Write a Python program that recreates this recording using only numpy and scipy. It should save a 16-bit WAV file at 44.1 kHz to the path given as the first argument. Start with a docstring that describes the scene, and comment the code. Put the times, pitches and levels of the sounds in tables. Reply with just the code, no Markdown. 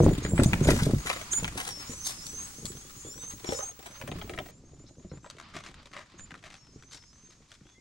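"""Bumps, footfalls, taps and rustles thin out inside a thatched hide at a waterhole in dry bush.
A camera is bumped and settled, a man steps over straw and shifts his bow, a jacket rustles: struck bodies
ring as damped modes, and straw and cloth give shaped bursts of noise. Finches outside whistle and chirp
on two gliding sines at once, over filtered noise for rumble, dry bush and hiss. A thin throbbing
electronic whine, two multiplied sines, runs through the first half."""
import sys
import numpy as np
from scipy import signal
from scipy.fft import rfft, irfft
from scipy.io import wavfile

SR = 44100
rng = np.random.default_rng(int(sys.argv[2]) if len(sys.argv) > 2 else 0)


def unload_wav(signal):
    """Save mono or channel-first audio to the path in sys.argv[1] as 16-bit WAV at rate SR, clipped to [-1, 1]."""
    wavfile.write(
        sys.argv[1],
        SR,
        np.round(np.clip(np.atleast_2d(signal).T, -1, 1) * 32767).astype(np.int16),
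    )


N = 344101
TIME = np.arange(N) / SR
# the whine stops, scattered sound narrows and the treble turns duller here
TURN_S = 4.51


def from_db(db):
    """Amplitude ratio: 20 dB is a factor of ten."""
    return 10 ** (np.asarray(db) / 20)


def rms_one(x):
    """Normalise to unit root-mean-square amplitude."""
    return x / np.sqrt(np.mean(x ** 2) + 1e-20)


def add(track, s, sound):
    """Superposition: mix a sound in at a time."""
    i = int(np.clip(s * SR, 0, N - 1))
    track[..., i:i + sound.shape[-1]] += sound[..., :N - i]


def wander(t, per_s):
    """Random modulation: Gaussian points at a given rate, joined by straight lines."""
    return np.interp(t * per_s, np.arange(1024), rng.standard_normal(1024))


def colour(x, spectrum, size=2048):
    """Minimum-phase filtering: a folded cepstrum makes it causal; white noise keeps its power."""
    hz, db = np.transpose(spectrum)
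    log_hz = np.log(np.fft.rfftfreq(size, 1 / SR) + 1)
    # 12 dB per octave of extra loss above the last point
    beyond = np.maximum(log_hz - np.log(hz[-1]), 0)
    log_gain = np.log(from_db(np.interp(log_hz, np.log(hz), db))) - 2 * beyond
    cepstrum = irfft(log_gain)[:size // 2]
    cepstrum[1:] *= 2
    pulse = irfft(np.exp(rfft(cepstrum, size)))
    pulse /= np.linalg.norm(pulse)
    return signal.fftconvolve(np.atleast_2d(x), pulse[None], axes=1)[:, :N]


def soften(x, hz):
    """Contact stiffness: a softer contact loses its top, here by a low-pass."""
    return signal.sosfilt(signal.butter(2, min(hz, SR / 3), fs=SR, output="sos"), x)


def scatter(x, t60):
    """Diffuse reflection off reeds and ground: a decaying noise tail, different at each ear."""
    t = np.arange(int((t60 + .005) * SR)) / SR
    tail = rng.standard_normal((2, len(t))) * from_db(-60 * t / t60) * (t > .001)
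    tail /= np.linalg.norm(tail, axis=1, keepdims=True)
    return signal.oaconvolve(np.atleast_2d(x), tail, axes=1)[:, :N]


def shifting_scatter(x, t60, per_s=12, count=6):
    """Source position sets the reflections: sounds come from changing spots, so tails cross-fade."""
    # cubing lets one tail dominate at a time
    shares = np.array([wander(TIME, per_s) for _ in range(count)]) ** 3
    shares /= np.linalg.norm(shares, axis=0)
    return sum(share * scatter(x, t60) for share in shares)


def scattered_level():
    """Diffuse-to-direct ratio in dB: wide while the whine lasts, narrow afterwards."""
    return np.where(TIME < TURN_S, -2.5, -9)


def stereo_noise(side_db):
    """Interaural correlation: a common noise plus one that is opposite in the two ears."""
    mid, side = rng.standard_normal((2, N))
    return mid + from_db(side_db) * side * [[1], [-1]]


def rumble_level():
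    """Power addition of a slowly settling floor and bouts of handling; in dB."""
    # the camera is handled or someone shifts his weight: start_s, length_s (until the fade), level_db
    handling = [(0, 0.042, -25), (0.27, 0.64, -33), (1.365, 0.18, -43), (3.977, 0.37, -51),
                (4.654, 0.062, -55.5), (5.507, 0.17, -55), (6.1, 0.11, -57)]
    start_db, settle_db_per_s = -48, 1.99
    rise_s, fade_s = 0.031, 0.098
    power = from_db(start_db - settle_db_per_s * TIME) ** 2
    t = np.arange(int(1.5 * SR)) / SR
    for s, length, db in handling:
        bout = np.minimum(t / rise_s, 1) * np.exp(-np.maximum(t - length, 0) / fade_s)
        add(power, s, (from_db(db) * bout) ** 2)
    return 10 * np.log10(power)


def background(rumble_db, bush_db, hiss_db):
    """Spectrally shaped noise: low rumble, rustle of dry bush and high hiss, the last two narrowing later."""
    # relative spectra of low rumble, dry bush and high hiss: frequency_hz, gain_db
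    rumble_spectrum = [(22, -2), (55, 0), (150, -2.5), (260, -7), (600, -22.5)]
    bush_spectrum = [(300, -11.5), (750, -0.5), (1180, 7.5), (1600, 1.5), (2200, 2), (3500, -1.5),
                     (5000, -0.5), (8000, -46)]
    hiss_spectrum = [(3000, -11.5), (5000, -4.5), (6500, 1), (8500, -4), (10500, -9), (13500, -16.5),
                     (15000, -44)]
    side_db = scattered_level()
    rumble = colour(stereo_noise(-19.5), rumble_spectrum)
    rumble *= from_db(rumble_db + 2.33 * wander(TIME, 10))
    bush = colour(stereo_noise(side_db + 2.5), bush_spectrum)
    bush *= from_db(bush_db - 3.5 + 4.4 * wander(TIME, 25))
    hiss = colour(stereo_noise(side_db + 3.5), hiss_spectrum)
    hiss *= from_db(hiss_db - 6.0 + 0.55 * wander(TIME, 15))
    return rumble + bush + hiss


def whine(level_db=-60, pitch_hz=15740, beat_hz=4.6):
    """Beating: a high electronic tone times a slow sine throbs, then stops abruptly."""
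    gate = np.clip((TURN_S - TIME) * 100, 0, 1)
    throb = np.sin(np.pi * beat_hz * TIME) * gate
    return from_db(level_db) * 2 * np.sin(2 * np.pi * pitch_hz * TIME) * throb


def notes(table, glide_hz_per_s, scoop_hz, scoop_s, swell_db, upper_ratio, upper_db, rasp, pan_db=0,
          break_s=0, waver=0.0017, upper_fade_db=0, flutter_db=2.5, octave_db=-29,
          attack_s=0.00515, release_s=0.046):
    """Two-voiced syrinx: each side sings a pitch, hoarse and off pitch at first, then on a steady glide.
    If the voice breaks, it jumps up and swoops a second time."""
    out = np.zeros(N)
    for s, length, pitch_hz, db in table:
        t = np.arange(int(max(length, .02) * SR)) / SR
        first_swoop = np.exp(-t / scoop_s) - .5
        last_swoop = np.exp(-abs(t - break_s) / scoop_s)
        scoop = scoop_hz * np.where(t < break_s, first_swoop, last_swoop)
        hoarse = rasp * np.exp(-t / .022) + .003
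        unsteady = 1 + hoarse * wander(t, 900) + waver * wander(t, 35)
        voice_hz = (pitch_hz + glide_hz_per_s * t + scoop) * unsteady
        phase = 2 * np.pi * np.cumsum(voice_hz) / SR
        upper = from_db(upper_db + upper_fade_db * t / length + flutter_db * wander(t, 73))
        voices = np.sin(phase) + upper * np.sin(upper_ratio * phase)
        voices += from_db(octave_db) * np.sin(2 * phase)
        envelope = np.clip(np.minimum(t / attack_s, (t[-1] - t) / release_s), 0, 1)
        envelope *= from_db(swell_db * t / length)
        flutter = from_db(flutter_db * wander(t, 110.0))
        add(out, s, from_db(db) * rms_one(voices * envelope * flutter))
    return out * from_db([[pan_db], [-pan_db]])


def birds(hiss_db, thatch_db=-2.0, echo_db=-8.5, echo_t60=0.32, count=44):
    """Frequency-modulated song: finches near the water, a faint random flock and far calls."""
    # whistles that scoop up and keep climbing: start_s, length_s, level_db
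    rising = [(1.87, 0.25, -46.5), (2.213, 0.26, -45.5), (3.103, 0.26, -48), (3.464, 0.26, -44.5),
              (3.803, 0.22, -59), (6.738, 0.23, -64.5), (7.073, 0.27, -63.5)]
    # whistles that sink: start_s, length_s, level_db
    falling = [(1.698, 0.17, -48.5), (2.021, 0.25, -53.5), (3.455, 0.17, -50), (6.57, 0.2, -69),
               (6.925, 0.23, -66)]
    # hoarse chirps: start_s, length_s, pitch_hz (before glide and swoop), level_db
    chirps = [(0.018, 0.051, 6470, -47), (0.222, 0.06, 6570, -46.5), (0.275, 0.07, 7050, -46),
              (0.345, 0.071, 7470, -46.5), (0.445, 0.054, 6420, -43), (0.622, 0.054, 6570, -42),
              (1.309, 0.085, 6590, -31.5), (4.87, 0.06, 6300, -65), (6.176, 0.085, 6700, -52)]
    # short husky rasps, lower than the chirps, near the start of a chirp or slur: start_s, level_db
    rasps = [(0.229, -54), (4.862, -63.5), (5.093, -65.5)]
    # soft upward slurs: start_s, length_s, pitch_hz (before glide and scoop), level_db
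    slurs = [(1.885, 0.067, 6670, -47), (2.44, 0.069, 7900, -53), (2.54, 0.18, 6040, -54),
             (2.655, 0.063, 7550, -48.5), (2.96, 0.14, 6800, -54.5), (3.03, 0.12, 6670, -51),
             (3.505, 0.1, 6600, -46.5), (4.525, 0.08, 6970, -64), (4.65, 0.11, 6360, -66),
             (4.785, 0.068, 6930, -63), (4.96, 0.095, 6190, -69), (5.125, 0.073, 6900, -62),
             (5.222, 0.081, 7420, -61.5), (6.72, 0.081, 6330, -66)]
    # larger birds far away: start_s, length_s, pitch_hz (before glide and scoop), level_db
    far_calls = [(2.81, 0.12, 3500, -69), (3.04, 0.09, 3630, -65), (3.19, 0.09, 3800, -65),
                 (7.65, 0.14, 3560, -73), (7.74, 0.1, 2230, -70)]
    rising_hz, falling_hz, rasp_hz, rasp_s = 5860, 5535, 4130, 0.04
    climb_hz_per_s = 6500  # shared by chirps and slurs
    flock_db = -8  # relative to the hiss level curve

    song = notes([(s, length, rising_hz, db) for s, length, db in rising],
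                 glide_hz_per_s=2700, scoop_hz=-620, scoop_s=.04, swell_db=11.0,
                 upper_ratio=1.31, upper_db=0.0, upper_fade_db=-17.0, rasp=0.024, pan_db=0.5)
    song += notes([(s, length, falling_hz, db) for s, length, db in falling],
                  glide_hz_per_s=-2200, scoop_hz=150, scoop_s=0.0278, swell_db=-1.0,
                  upper_ratio=1.5, upper_db=-32, rasp=0.0021, pan_db=-0.5)
    song += notes(chirps, glide_hz_per_s=climb_hz_per_s, scoop_hz=720, scoop_s=0.00724, break_s=0.02,
                  swell_db=-1.5, upper_ratio=1.26, upper_db=-9.0, rasp=0.035, flutter_db=0.5,
                  pan_db=-2.5, attack_s=0.013, release_s=0.01)
    song += notes([(s, rasp_s, rasp_hz, db) for s, db in rasps],
                  glide_hz_per_s=0, scoop_hz=-200, scoop_s=.01, swell_db=7,
                  upper_ratio=1.3, upper_db=-3, rasp=0.083)
    flock = [(when * TIME[-1], 0.052 + 0.056 * long, 6000 + 800 * high, hiss_db[int(when * N)] + flock_db)
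             for when, long, high in rng.random((count, 3))]
    song += notes(list(slurs) + flock, glide_hz_per_s=climb_hz_per_s, scoop_hz=-56, scoop_s=.02,
                  swell_db=1.5, upper_ratio=1.275, upper_db=-11.0, rasp=0.017, flutter_db=1.5,
                  release_s=0.015, pan_db=1.0)
    song += notes(far_calls, glide_hz_per_s=-1900, scoop_hz=-300, scoop_s=.03, swell_db=0,
                  upper_ratio=2, upper_db=-30, rasp=.02, waver=.013)
    # the song comes in through several gaps in the thatch, then dies away in the bush
    thatch = from_db(thatch_db) * scatter(song.mean(0), t60=.025)
    echo = from_db(echo_db) * scatter(song.mean(0), echo_t60)
    return song + thatch + echo


def straw_ticks(bush_db, per_s=36, above_db=5.5, treble_db=-1.5):
    """Poisson crackle: tiny random noise bursts of straw and cloth; gives the drive of body and treble."""
    spread_db, crumble_s = 3.8, .005
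    tick_db = bush_db + above_db + spread_db * np.clip(rng.standard_normal(N), -2, 2)
    clicks = (rng.random(N) < per_s / SR) * from_db(tick_db)
    # the tiny offset keeps the recursive decay out of denormal numbers
    decay = signal.lfilter([1], [1, -np.exp(-1 / (crumble_s * SR))], clicks + 1e-18)
    return decay * rng.standard_normal(N) * np.array([[1], [from_db(treble_db)]])


def scuffs(trim_db=1.34, dull_hz=4200, catches_per_s=260, rise_s=0.0061, fade_s=0.015):
    """Stick-slip friction: fibres catch and slip many times a stroke; gives the drive of body and treble."""
    # cloth and straw: start_s, length_s, level_db (before trim), treble_db (re level)
    strokes = [(0.668, 0.071, -33, -1), (0.738, 0.15, -47, 6), (0.783, 0.018, -31, -10),
               (1.054, 0.094, -39.5, -2.5), (1.568, 0.044, -37, -3.5), (1.628, 0.09, -46.5, 2.5),
               (2.045, 0.063, -47, 12), (3.469, 0.095, -48.5, -2), (4.45, 0.043, -57, -4.5),
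               (5.532, 0.067, -47.5, -4.5), (5.633, 0.066, -51.5, -3.5), (5.939, 0.092, -49, -9),
               (6.437, 0.043, -51.5, -5), (6.516, 0.05, -59, 0), (6.909, 0.064, -56.5, 8.5),
               (7.301, 0.035, -65, 3), (7.481, 0.088, -66, 5)]
    catch_db, grain_db = 4.6, 4.8
    out, t = np.zeros((2, N)), np.arange(SR // 3) / SR
    for s, length, db, bright_db in strokes:
        noise = rng.standard_normal(len(t))
        roughness_db = grain_db * rng.standard_normal(len(t)) + catch_db * wander(t, catches_per_s)
        grains = noise * from_db(roughness_db)
        stroke = np.minimum(t / rise_s, 1) * np.exp(-np.maximum(t - 0.86 * length, 0) / fade_s)
        rub = from_db(db + trim_db) * rms_one(grains) * stroke
        body = soften(rub, dull_hz * from_db(bright_db / 2))
        add(out, s, np.array([body, from_db(bright_db) * rub]))
    return out


def taps(trim_db=-0.88, treble_trim_db=1.0, crack_s=0.0015, tail_s=0.0065, tail_db=-16, rebound_db=-10,
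         ring_db=-2.0, ring_width_hz=520, dull_ratio=1.74, rise_s=0.00034):
    """Impact and resonance: gritty crack, lighter second contact, crumbling tail and a brief ring.
    Gives the drive of body and treble."""
    # gear and straw snaps: start_s, level_db, treble_db (re level; both before trim), ring pitch_hz
    hits = [(0.249, -34, -18, 1870), (0.378, -32, -30, 1690), (0.397, -30, -22, 1040),
            (0.434, -32.5, 4, 3700), (0.532, -24.5, -12.5, 1860), (0.688, -26.5, -27, 1510),
            (0.705, -28.5, -20, 1900), (1.07, -33.5, -4.5, 1930), (1.1, -25.5, -18, 2220),
            (1.162, -37.5, -12, 2000), (1.212, -40, -22, 1913), (1.333, -34.5, -12, 2930),
            (1.444, -30, -14, 2940), (1.478, -35.5, -6, 1980), (1.677, -42, 5.5, 4900),
            (2.266, -51.5, 11.5, 4700), (2.654, -43.5, 6, 3870), (3.444, -44.5, -6, 2570),
            (3.489, -38.5, -18, 2380), (3.521, -37.5, -7, 2040), (3.532, -46, 0, 4200),
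            (3.588, -40, -9, 1110), (3.606, -43.5, -12, 1010), (3.625, -44.5, -10, 950),
            (4.013, -42, -10.5, 2080), (4.076, -42, -28, 1420), (4.115, -40.5, -15, 2130),
            (4.214, -40, -25, 3020), (4.295, -39.5, -14, 2180), (4.336, -44, -17, 3570),
            (4.376, -41.5, -26, 1890), (4.387, -36, -17.5, 3240), (5.115, -56, -20, 1090),
            (5.136, -60, -23, 1090), (5.173, -58.5, -7, 1220), (5.244, -53, -13, 1150),
            (5.261, -53.5, -6, 1170), (5.3, -48, 6, 4970), (5.384, -54, -5, 1190),
            (5.399, -42.5, -7.5, 1210), (5.934, -46.5, -7, 2020), (5.965, -41, -14, 2000),
            (6.195, -51, -10, 1740), (6.307, -43, -12, 1430), (6.341, -44, -14, 1260),
            (6.439, -50, -8, 1700), (6.502, -52, -2, 2140), (6.541, -50, -3.5, 2500),
            (6.824, -56, -2, 1410), (7.517, -51.5, -1.5, 2600)]
    out, t = np.zeros((2, N)), np.arange(SR // 8) / SR
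    for s, db, bright_db, hz in hits:
        grit = rng.standard_normal(len(t)) * from_db(2.0 * rng.standard_normal(len(t)))
        rebound_s = rng.uniform(0.0073, 0.01464)
        rebound = from_db(rebound_db) * np.exp(-abs(t - rebound_s) / crack_s)
        tail = from_db(tail_db) * np.exp(-t / tail_s)
        hit = grit * (np.exp(-t / crack_s) + rebound + tail)
        hit *= 1 - np.exp(-t / rise_s)
        hit /= np.std(hit[:SR // 100])
        ring = signal.lfilter(*signal.iirpeak(hz, hz / ring_width_hz, fs=SR), hit)
        body = soften(hit, dull_ratio * hz) + from_db(ring_db) * ring
        treble = from_db(bright_db + treble_trim_db) * hit
        add(out, s, from_db(db + trim_db) * np.array([body, treble]))
    return out


def movement(bush_db, pan_db=1.13):
    """Direct and diffuse sound of taps, scuffs and ticks off reed walls; weight wakes a hollow woody knock."""
    # relative spectra of body, treble and woody knock: frequency_hz, gain_db
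    body_spectrum = [(150, -14.5), (400, -2.5), (750, -3.5), (1150, 3.5), (1700, 2), (2200, 2.5),
                     (2800, -1.5), (3500, -2), (5000, -15.5), (9000, -33.5)]
    treble_spectrum = [(2200, -34), (3700, 0), (6500, 0), (8800, 1.5), (11000, -6), (15500, -18)]
    wood_spectrum = [(140, -26), (420, -3.5), (740, -3), (950, -8.5), (1400, -19)]
    # as the man walks off to the left, the left ear's lead grows; later the lead is gone
    lead_start_ms, lead_end_ms, walk_s, lead_until_s = 0.091, 0.26, 1.47, 3.9
    heavy_from_s, heavy_to_s, light_db, heavy_db = 3.4, 5.3, -11.5, 2
    lead_ms = lead_end_ms + (lead_start_ms - lead_end_ms) * np.exp(-TIME / walk_s)
    lead_ms *= TIME < lead_until_s
    weight_db = np.where((TIME > heavy_from_s) & (TIME < heavy_to_s), heavy_db, light_db)

    body, treble = taps() + scuffs() + straw_ticks(bush_db)
    near = (colour(body, body_spectrum) + colour(treble, treble_spectrum))[0]
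    knock = shifting_scatter(body * from_db(weight_db), t60=0.03)[0]
    near += colour(knock, wood_spectrum)[0]
    direct = np.array([near, np.interp(TIME - lead_ms / 1000, TIME, near)])
    wet = from_db(scattered_level())
    # the division keeps the summed power of direct and scattered sound
    heard = (direct + wet * shifting_scatter(near, t60=0.018)) / np.sqrt(1 + wet ** 2)
    heard += from_db(-13.5) * scatter(near, t60=0.39)
    return heard * from_db([[pan_db], [-pan_db]])


def rebounds(count=3):
    """Restitution: each bump rebounds weaker at uneven gaps; rows of start_s, level_db, hardness_db."""
    # dull bumps and footfalls: start_s, level_db, hardness_db (upper modes against lower ones)
    bumps = [(0.003, -14, -7), (0.034, -19, -2.5), (0.064, -14.5, -2), (0.181, -28, -18.5),
             (0.25, -25.5, -6.5), (0.335, -20.5, -13.5), (0.392, -15.5, -4.5), (0.42, -18.5, -6.5),
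             (0.458, -15.5, -13.5), (0.53, -22.5, -17), (0.612, -18.5, -12), (0.671, -19.5, -13),
             (0.687, -16, 0.5), (0.821, -20.5, -20), (0.866, -20, -6), (0.935, -17.5, -15),
             (1.425, -32.5, -15), (1.896, -38, -3.5), (2.584, -46, -9), (2.631, -44, -4), (2.649, -39, -9),
             (2.701, -42.5, -2.5), (2.752, -44.5, -6), (2.965, -49.5, -4), (3.049, -45, 2.5),
             (3.163, -47.5, -0.5), (3.337, -44, -7), (3.489, -33, -3.5), (4.039, -40.5, -11),
             (4.091, -38, -27), (4.118, -37.5, -1), (4.156, -35.5, -15), (4.244, -37.5, -10),
             (4.298, -41.5, 3), (4.388, -41.5, 1), (4.983, -47, -3.5), (5.047, -41.5, -7.5),
             (5.116, -39, -1.5), (5.171, -46, -10), (5.561, -45.5, -3), (6.321, -48, -18), (6.76, -46, -8),
             (7.612, -51.5, -9)]
    gap_s, basic_loss_db = 0.021, 6
    hardness_saves = 0.8  # dB less loss per dB of hardness
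    rows = []
    for s, db, hard_db in bumps:
        loss_db = max(basic_loss_db - hardness_saves * hard_db, 2)
        delays = np.cumsum(gap_s * rng.uniform(.7, 1.3, count))
        rows += [(s + delay, db - k * loss_db, hard_db) for k, delay in enumerate([0, *delays])]
    return rows


def thumps(rumble_db, detune=0.1286, split_hz=260, rise_s=0.00037, spread_db=5.0, count=50):
    """Modal synthesis: bumps and soft shuffles excite damped low modes, a little differently every time."""
    # modes before random detuning: frequency_hz, level_db, t60_s
    modes = [(56.2, -15.5, 0.31), (96, -10, 0.17), (138.6, -4.5, 0.15), (212.6, -1.5, 0.06),
             (305.6, -3, 0.11), (381.6, -1, 0.065), (531, -1, 0.029), (660, -14, 0.03), (900, -15.5, 0.018)]
    out, t = np.zeros(N), np.arange(SR // 5) / SR
    hz, db, t60 = np.transpose(modes)[:, :, None]
    rings = from_db(db - 60 * t / t60) * (1 - np.exp(-t / rise_s))
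    shuffles = [(when * TIME[-1], rumble_db[int(when * N)] + spread_db * size, -1)
                for when, size in rng.random((count, 2))]
    for s, blow_db, hard_db in shuffles + rebounds():
        pitch, strength = rng.standard_normal((2, len(hz), 1))
        swing = np.sin(np.float32(2 * np.pi * hz * np.exp(detune * pitch) * t))
        gains = from_db(1.3 * strength + hard_db * (hz > split_hz)) * rng.choice([-1, 1], hz.shape)
        blow = (gains * rings * swing).sum(0)
        # the level refers to the first 15 ms
        add(out, s, from_db(blow_db) * blow / np.sqrt(np.mean(blow[:SR // 66] ** 2)))
    high_pass = signal.butter(2, 320, "high", fs=SR, output="sos")
    around = signal.sosfilt(high_pass, scatter(out, t60=0.13))
    return out + from_db(-10.0) * around


def scene():
    """Superposition of bumps, movement, birds, background and whine."""
    # level curves of dry rustle and high hiss, before the trims in background(): time_s, level_db
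    rustle_curve = [(0.0, -47), (0.32, -50), (0.63, -46), (2.71, -58), (4.34, -56.5), (4.54, -73.5),
                    (5.21, -69.5), (5.52, -57.5), (5.87, -62.5), (7.34, -70.5), (7.8, -70)]
    hiss_curve = [(0.0, -45.5), (0.28, -59), (0.41, -45), (1.74, -48.5), (2.19, -44), (3.19, -52.5),
                  (3.54, -50), (3.71, -58.5), (4.48, -57), (4.56, -61.5), (6.04, -63), (7.15, -58.5),
                  (7.8, -61.5)]
    rumble_db = rumble_level()
    bush_db = np.interp(TIME, *np.transpose(rustle_curve))
    hiss_db = np.interp(TIME, *np.transpose(hiss_curve))
    sources = thumps(rumble_db) + movement(bush_db) + birds(hiss_db)
    return sources + background(rumble_db, bush_db, hiss_db) + whine()


def record(dry, dull_hz=7300, dull_db=-12, top_hz=11000, top_db=-5, cutoff_hz=16100):
    """Band-splitting: the treble turns duller when the whine stops; the very top is always cut steeply."""
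    for hz, db in (dull_hz, dull_db), (top_hz, top_db):
        low = signal.sosfiltfilt(signal.butter(4, hz, fs=SR, output="sos"), dry)
        dry = low + (dry - low) * from_db(db * (TIME > TURN_S))
    return signal.sosfilt(signal.ellip(12, .1, 80, cutoff_hz, fs=SR, output="sos"), dry)


dry = scene()
out = record(dry)
unload_wav(out)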